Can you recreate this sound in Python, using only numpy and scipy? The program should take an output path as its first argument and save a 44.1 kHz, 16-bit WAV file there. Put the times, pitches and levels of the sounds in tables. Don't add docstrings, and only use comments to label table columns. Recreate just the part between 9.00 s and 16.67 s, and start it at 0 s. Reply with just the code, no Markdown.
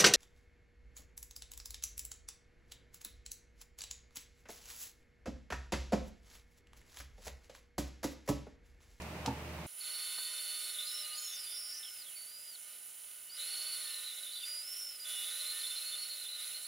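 import sys
import numpy as np
from scipy import signal
from scipy.fft import rfft, irfft, next_fast_len
from scipy.io import wavfile

SR = 44100
rng = np.random.default_rng(int(sys.argv[2]) if len(sys.argv) > 2 else 0)


def transcribe(u):
    v = np.clip(np.atleast_2d(u).T, -1, 1)
    q = np.round(v * 32767).astype(np.int16)
    wavfile.write(sys.argv[1], SR, q)


N = 338247
T = np.arange(N) / SR
EDGE_HZ = 15800


def amp(db):
    return 10 ** (np.asarray(db) / 20)


def unit(x):
    return x / np.sqrt(np.mean(abs(x) ** 2) + 1e-20)


def read(points, hz):
    f, value = np.transpose(points)
    return np.interp(np.log(hz + 1), np.log(f), value)


def curves(rows):
    s, *columns = np.transpose(rows)
    return [np.interp(T, s, column) for column in columns]


def gate(start, end, fade):
    opening = np.clip((T - start) / fade + .5, 0, 1)
    closing = np.clip((end - T) / fade + .5, 0, 1)
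    return opening * closing


def drift(rate, size=N):
    count = int(size / SR * 2 * rate) + 4
    fine = signal.resample(rng.standard_normal(16384)[:count], 4 * count)
    return unit(np.interp(np.arange(size), np.linspace(0, size, len(fine)), fine))


# f/Hz, side against middle level/dB
WIDTH = [(60, -2), (120, -1), (240, -0.5), (480, -9.5), (950, -10), (1890, -29), (3770, -17), (7520, -6),
         (15000, 0)]


def noise(shape, spread=WIDTH):
    size = next_fast_len(N)
    hz = np.fft.rfftfreq(size, 1 / SR)
    middle, side = rfft(rng.standard_normal((2, size)))
    both = middle + amp(read(spread, hz)) * side * np.array([[1], [-1]])
    return unit(irfft(both * shape(hz), size)[:, :N])


def wash(spectrum, spread=WIDTH):
    return noise(lambda hz: amp(read(spectrum, hz)), spread)


def ringing(modes):
    def gain(hz):
        power = sum(amp(db) ** 2 / w / (1 + ((hz - f) / w) ** 2) ** 2 for f, w, db in modes)
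        return np.sqrt(power)
    total = np.sqrt(sum(amp(db) ** 2 for _, _, db in modes))
    return noise(gain) * total


def tones(table, flutter_db, wobble, rate, spread=WIDTH):
    out = np.zeros((2, N))
    for hz, db in table:
        shift = amp(read(spread, hz)) * rng.choice([-1, 1]) * np.array([[1], [-1]])
        strength = amp(db + flutter_db * drift(rate))
        phase = 2 * np.pi * hz * T + wobble * drift(rate) + shift
        out += strength * np.sqrt(2) * np.sin(phase)
    return out


def room(x, t60, wet_db):
    t = T[:SR // 2]
    tail = rng.standard_normal((2, len(t))) * amp(-60 * t / t60) * (t > .001)
    tail = tail / np.linalg.norm(tail[0])
    return x + amp(wet_db) * signal.fftconvolve(x[None], tail, axes=1)[:, :N]


def patchy(x, depth_db, count=24):
    size = next_fast_len(N)
    spectrum = rfft(x, size)
    place = np.fft.rfftfreq(size, 1 / SR) / EDGE_HZ * count
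    out = np.zeros((2, N))
    for k in range(count + 1):
        band = irfft(spectrum * np.clip(1 - abs(place - k), 0, 1), size)[:, :N]
        out += band * amp(depth_db * drift(5))
    return unit(out)


def stick_slip(rows, cling, boost_db, jitter, slip, flutter_db, flutter_rate, rasp):
    mode_hz, gap_hz = 4420, 470
    start, end = rows[0][0], rows[-1][0]
    span = (T >= start) & (T < end)
    hz, db = (curve[span] for curve in curves(rows))
    size = len(hz)
    grip = drift(flutter_rate, size)
    off_mode = 2 * np.pi * (hz - mode_hz) / gap_hz
    hz = hz - cling * gap_hz / (2 * np.pi) * np.sin(off_mode)
    slipping = np.maximum(.7 * drift(130, size) - grip, 0)
    hz = hz * (1 + jitter * drift(400, size) - slip * slipping)
    strength = amp(flutter_db * np.tanh(grip) + boost_db * np.cos(off_mode))
    strength = strength * (1 + rasp * drift(350, size))
    out = np.zeros(N)
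    out[span] = amp(db) * unit(strength) * np.sqrt(2) * np.sin(2 * np.pi * np.cumsum(hz) / SR)
    return out * gate(start + .005, end - .005, .01)


# f/Hz, relative level/dB
SHOP = [(25, -30), (50, -18), (70, -1), (100, -5.5), (150, 0), (250, -4), (450, -6), (950, -6.5),
        (1440, -13.5), (2550, -12.5), (3200, -19.5), (7260, -28), (15500, -32)]
# f/Hz, side against middle level/dB
SHOP_WIDTH = [(60, -27), (180, -22), (550, -11), (1650, -2.5), (4970, 0.5), (15000, 0)]
# f/Hz, level/dB
HUM = [(76, -50), (120, -60), (149, -60.5), (167, -57), (221, -61.5), (339, -61), (608, -60.5)]


def workshop():
    air = amp(-46.5) * wash(SHOP, SHOP_WIDTH)
    return air + tones(HUM, flutter_db=1.5, wobble=0.32, rate=4.7, spread=SHOP_WIDTH)


# t/s, starting level/dB, centre f/Hz, width/Hz, time to fall 60 dB t/s
KNOCKS = [(.019, -50, 6000, 3000, 0.056), (.253, -39, 820, 350, 0.18), (0.261, -30.5, 4530, 2600, 0.016),
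          (0.2604, -30, 2900, 900, 0.021), (.264, -43.5, 3440, 3480, 0.11), (.274, -37, 754, 500, 0.083),
          (1.181, -47, 1240, 500, 0.055)]


def knocks():
    out = np.zeros(N)
    for s, db, centre, width, t60 in KNOCKS:
        burst = noise(lambda hz: hz / (hz + 400) / (1 + ((hz - centre) / width) ** 2))[0]
        attack = np.clip((T - s) * centre / 2, 0, 1)
        out += burst * attack * amp(db - 60 * np.clip(T - s, 0, 1) / t60)
    return room(out, t60=0.18, wet_db=-7.5)


# f/Hz, starting level/dB, time to fall 60 dB t/s
LOG = [(124.5, -36.5, 0.35), (217, -35, 0.27), (271.6, -31.5, 0.24), (487, -36.5, 0.2), (744, -37, 0.16),
       (843, -38, 0.28), (887, -33.5, 0.14), (917, -38.5, 0.26)]


def log_thud(start=.273, rise=0.0027):
    t = np.clip(T - start, 0, 2)
    modes = np.zeros(N)
    for hz, db, t60 in LOG:
        modes += amp(db - 60 * t / t60) * np.sin(2 * np.pi * (hz * t + rng.random()))
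    return room(modes * (1 - np.exp(-t / rise)), t60=.2, wet_db=-25)


# start t/s, attack t/s, easing-off start t/s, release t/s, strength 0-1
PUSHES = [(.76, 0.11, 1.62, 1.65, 0.93), (3.63, .06, 3.67, 0.12, 0.2), (4.33, 0.076, 4.78, 0.86, 0.95),
          (5.4, .06, 5.5, 0.303, 0.65), (5.6, 0.085, 5.76, .3, 0.5), (6.01, 0.079, 6.6, 1.2, 1),
          (7.3, .12, 7.47, 0.36, .8)]


def push():
    efforts = []
    for s, attack, eases, release, strength in PUSHES:
        shape = np.minimum((T - s) / attack, 1 - (T - eases) / release)
        efforts.append(strength * np.clip(shape, 0, 1))
    return np.max(efforts, axis=0)


def drag():
    return np.clip(1.4 * (1 - push()), 0, 1)


# multiple, relative level/dB
ORDERS_DB = [(1, -35), (2, -38.5), (21, -17.5), (23, -13), (24, -14), (25, 1.5), (26, -40), (27, -14.5),
             (29, -16.5)]
FREE_HZ, SAG_HZ = 9987, 48
WHINE_DB, WHINE_RISE_DB = -54.5, 9.5


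def whine(flutter_db=4, flutter_rate=4, waver_db=2.1, waver_rate=5):
    whine_hz = FREE_HZ - SAG_HZ * drag() + 2 * drift(40)
    turns = np.cumsum(whine_hz) / SR / 25
    partials = np.zeros(N)
    for k, level in ORDERS_DB:
        swell_db = flutter_db * np.tanh(drift(flutter_rate)) * (level < -6)
        partials += amp(level + swell_db) * np.sin(2 * np.pi * (round(k) * turns + rng.random()))
    waver = waver_db * drag() * drift(waver_rate) + .5 * drift(30)
    level_db = WHINE_DB + WHINE_RISE_DB * push() + waver
    return unit(partials) * amp(level_db) * amp([[-4.5], [3]])


# f/Hz, relative level/dB
HISS = [(3400, -49), (5800, -9.5), (7140, -1), (7990, -7), (8400, -2), (10000, -1.5), (12000, -2.5),
        (15100, -4.5), (15700, -5.5)]


def tooth_hiss():
    grain = amp((1.0 + 0.6 * drag()) * drift(300) + 0.68 * drift(26))
    level_db = -54 + 7.5 * push()
    return amp(level_db) * patchy(wash(HISS), depth_db=1.03, count=16) * unit(grain)


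# f/Hz, relative level/dB
RATTLE = [(150, -48), (400, -27), (900, -15.5), (1150, -12.5), (1400, -4), (1650, -9.5), (2200, -1),
          (3000, 1.5), (4500, 2), (5600, -2), (7000, -27)]
# f/Hz, width/Hz, level/dB against the shared level_db
FRAME = [(1453, 42, -9.5), (1905, 19, -13.5), (2584, 10, -12), (2685, 10, -11.5), (2926, 41, -10.5),
         (3010, 14, -8.5), (3083, 9.7, -7), (3995, 30, -8), (5390, 13, -7.5), (5889, 25, -11)]
# f/Hz, level/dB against the shared level_db
FRAME_TONES = [(511, -23.5), (603, -18), (800, -24.5), (1230, -14.5), (1518, -13), (1793, -15),
               (2051, -11.5), (2186, -11), (2299, -24), (2905, -5)]


def band_rattle():
    level_db = -66.5 + 11 * push() ** 0.76
    rattle = amp(3.0) * wash(RATTLE) * amp(1.6 * drift(60))
    frame = ringing(FRAME) + tones(FRAME_TONES, flutter_db=2.0, wobble=0.61, rate=7)
    return amp(level_db) * (rattle + frame)


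# f/Hz, level/dB at full drag
DRAG_TONES = [(8742, -75), (10196, -64), (11650, -70), (14563, -61.5), (15246, -69)]


def drag_tones():
    return drag() * tones(DRAG_TONES, flutter_db=3.0, wobble=0.98, rate=12)


# f/Hz, relative level/dB
SAW_FLOOR = [(20, -2), (100, -2), (250, -1), (600, 2.5), (1500, -1), (4000, -4.5), (15000, -16.5)]


def saw_air():
    return amp(-71) * wash(SAW_FLOOR)


# start t/s, length t/s, level/dB before the -0.5 dB in blade_tones()
HOPS = [(1.753, 0.081, -45.5), (1.896, 0.054, -53), (2.267, 0.13, -51), (2.467, .11, -51), (5.11, .03, -50),
        (5.178, 0.026, -48), (5.248, .07, -48), (5.36, 0.094, -46.5), (6.05, 0.26, -50.5),
        (6.422, 0.042, -47), (6.635, 0.032, -42.5), (6.698, 0.064, -48), (6.92, 0.039, -46.5),
        (7.243, 0.038, -49)]


def hop_gates():
    fade_s = 0.023
    return [(gate(s, s + length, fade_s), db) for s, length, db in HOPS]


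# f/Hz, width/Hz, relative level/dB
LOW_MODES = [(3582, 30, 0), (3500, 170, -7.5)]


def lower_mode_groan(hops):
    faint = amp(-55.5) * push() ** 2
    hopping = sum(amp(db) * on for on, db in hops)
    return ringing(LOW_MODES) * np.maximum(hopping, faint)


# start t/s, length t/s, start f/Hz, end f/Hz, starting level/dB before the +5 dB in blade_tones()
WHOOPS = [(0.797, .11, 4950, 3280, -52.5), (1.74, 0.053, 4100, 3350, -53), (2.827, 0.15, 3700, 2650, -54),
          (3.014, .2, 4813, 2096, -56.5), (3.549, .05, 4100, 3100, -58), (4.365, .035, 4400, 3200, -51.5),
          (5.401, .11, 3700, 1950, -52.5), (7.497, 0.097, 3500, 1933, -54.5)]


def whoop(start, length, start_hz, end_hz, db):
    fade_db, bend = -20.5, .75
    u = np.linspace(0, 1, num=33)
    hz = start_hz * (end_hz / start_hz) ** (u ** bend)
    path = np.transpose([start + u * length, hz, db + fade_db * u])
    return stick_slip(path, cling=0.86, boost_db=0.5, jitter=.035, slip=0.026,
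                      flutter_db=8.5, flutter_rate=60, rasp=0.45)


def squeal(pitch, swell, db, fall_db):
    onset_db = -10.5
    times, hz = np.transpose(pitch)
    u = np.linspace(0, 1, num=129)
    s = times[0] + u * (times[-1] - times[0])
    swelling_db = onset_db * np.clip(1 - (s - s[0]) / swell, 0, 1)
    return np.transpose([s, np.interp(s, times, hz), db + swelling_db - fall_db * u ** 2])


# t/s, f/Hz
SQUEALS = [
    [(.8, 4370), (1.55, 4420), (1.74, 4260), (1.78, 3800), (1.86, 4250), (1.98, 4036), (2.21, 4340),
     (2.32, 4040)],
    [(4.37, 4020), (4.49, 4315), (4.76, 4390), (5.02, 4103), (5.43, 4034)],
    [(6.05, 4045), (6.3, 4052), (6.6, 4216), (6.8, 4185), (7.05, 4320), (7.3, 4100), (7.46, 4116),
     (7.67, 4300)],
]
# swell t/s, top level/dB before the +0.5 dB in blade_tones(), fall by its end level/dB
SQUEAL_SHAPES = [(.08, -47.5, 4), (0.035, -47.5, 1), (.36, -44.5, 5.5)]


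def guide_squeal(lower_pitch=0.96, lower_db=-5):
    squeals = [squeal(pitch, *shape) for pitch, shape in zip(SQUEALS, SQUEAL_SHAPES)]
    jitters, breaks_db = [.01, .016, .019], [-4.5, -5.4, -6.3]
    upper = np.zeros(N)
    for rows, jitter, break_db in zip(squeals, jitters, breaks_db):
        tone = stick_slip(rows, cling=.9, boost_db=1.5, jitter=jitter, slip=1.8 * jitter,
                          flutter_db=4.5, flutter_rate=35, rasp=0.13)
        upper += tone * amp(break_db * np.clip(drift(14), 0, 1))
    lower = sum(stick_slip(rows * [1, lower_pitch, 1], cling=.5, boost_db=1.5, jitter=0.0352, slip=.03,
                           flutter_db=7, flutter_rate=70, rasp=0.84) for rows in squeals)
    return upper + amp(lower_db) * lower


# start t/s, length t/s, f/Hz, width/Hz, level/dB
SINGING = [(.85, 1.1, 3583, 10, -52.5), (.9, 0.81, 3020, 10, -60), (1.767, 0.64, 1227, 1.55, -62.5),
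           (2.03, 0.049, 2910, 20, -50), (2.11, 0.045, 2905, 21, -48.5), (2.68, .22, 1781, 8.8, -69),
           (4.756, 0.33, 1793, 2.9, -61.5), (6.105, 0.21, 2905, 7.6, -51.5), (6.482, 0.17, 1793, 3, -57.5),
           (1.5, 0.29, 8450, 250, -58), (2.416, 0.092, 10170, 150, -53), (2.915, 0.1, 10260, 200, -54),
           (3.328, 0.14, 9900, 276, -58), (5.629, .28, 13340, 30, -58)]


def singing(start, length, hz, width, db):
    turns = np.cumsum(hz + .7 * width * drift(width + 2)) / SR
    swell = gate(start + length / 6, start + length * 5 / 6, length / 3)
    return amp(db) * swell * np.sqrt(2) * np.sin(2 * np.pi * turns)


# start t/s, rise t/s, fall t/s, start f/Hz, top f/Hz, end f/Hz,
# level/dB before the +5 dB in blade_tones(), roughness (about 0-1)
WHISTLES = [(1.78, .08, 0.072, 3450, 4190, 3650, -54, 0.84),
            (1.92, .03, 0.073, 3990, 4100, 3550, -57.5, .8), (1.85, .13, .08, 4890, 5400, 4700, -53, 0.56),
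            (2.129, 0.2, 0.13, 4800, 5510, 4970, -55, 0.6),
            (2.16, 0.019, 0.19, 6850, 6900, 6200, -55, 0.74),
            (2.33, 0.37, .09, 4780, 4900, 4780, -57.5, .7), (2.49, 0.13, .2, 5110, 5450, 5380, -54.5, .55),
            (2.72, .04, .04, 5403, 5950, 5400, -57, 1.08), (2.8, .04, .19, 5370, 5350, 4900, -57.5, 0.47),
            (3.15, .05, .06, 4513, 4560, 4540, -59.5, 0.51),
            (3.261, .17, .13, 4560, 5040, 4250, -60.5, 0.46), (4.29, .07, 0.021, 4400, 5000, 4900, -58, .4),
            (5.32, .06, .06, 4434, 4660, 4707, -58, 1.05), (5.44, .12, .07, 4676, 4900, 4900, -50, 0.31),
            (5.62, .12, .24, 4980, 5425, 5060, -52.5, .5),
            (5.72, 0.066, 0.064, 5300, 5660, 5250, -56.5, 1.03),
            (5.99, .02, 0.044, 4990, 4920, 4890, -54, 0.39), (6.05, 0.086, .17, 3450, 3500, 3500, -53, .4),
            (.88, 0.038, .48, 1040, 1034, 955, -77, .5), (4.58, 0.13, 0.37, 1065, 1110, 940, -79, 0.6),
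            (6.38, .03, .29, 1055, 1053, 966, -80, 0.53)]


def whistle(start, rise, fall, start_hz, top_hz, end_hz, db, rough):
    ends_db, fall_power = -1, 2.2
    u = np.linspace(0, 1, num=33)
    t = u * (rise + fall)
    before = np.clip(1 - t / rise, 0, 1)
    after = np.clip((t - rise) / fall, 0, 1)
    hz = top_hz + (start_hz - top_hz) * before ** 1.5 + (end_hz - top_hz) * after ** fall_power
    path = np.transpose([start + t, hz, db + ends_db * (2 * u - 1) ** 2])
    return stick_slip(path, cling=.7, boost_db=2, jitter=.018 * rough, slip=0.02004 * rough,
                      flutter_db=5.4 * rough, flutter_rate=45, rasp=.5 * rough)


def blade_tones():
    hops = hop_gates()
    groan = lower_mode_groan(hops)
    whoops = sum(whoop(*row) for row in WHOOPS)
    duck_db = -4.5 * sum(on for on, db in hops)
    squealing = guide_squeal() * amp(duck_db)
    modes = sum(singing(*row) for row in SINGING)
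    whistles = sum(whistle(*row) for row in WHISTLES) + whoops
    friction = room(amp(0.5) * squealing + amp(5.0) * whistles, t60=0.11, wet_db=-11.5)
    return friction + amp(-0.5) * groan + modes


# f/Hz, left minus right level/dB
LEAN = [(100, -6), (1300, -0.5), (2800, -1), (4800, -.5), (8100, -1.5), (15000, -4)]


def scene():
    running = gate(.664, 9, 0.0061)
    bench = (1 - running) * workshop() + knocks() + log_thud()
    blade = tooth_hiss() + band_rattle() + drag_tones() + saw_air() + blade_tones()
    size = next_fast_len(N)
    lean_db = read(LEAN, np.fft.rfftfreq(size, 1 / SR)) * np.array([[.5], [-.5]])
    saw = irfft(rfft(blade, size) * amp(lean_db), size)[:, :N] + whine()
    return running * saw + bench * amp([[-.6], [.6]])


def record(dry):
    low_pass = signal.firwin(511, EDGE_HZ, window=("kaiser", 9), fs=SR)
    return signal.oaconvolve(dry, low_pass[None], "same")


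dry = scene()
out = record(dry)
transcribe(out)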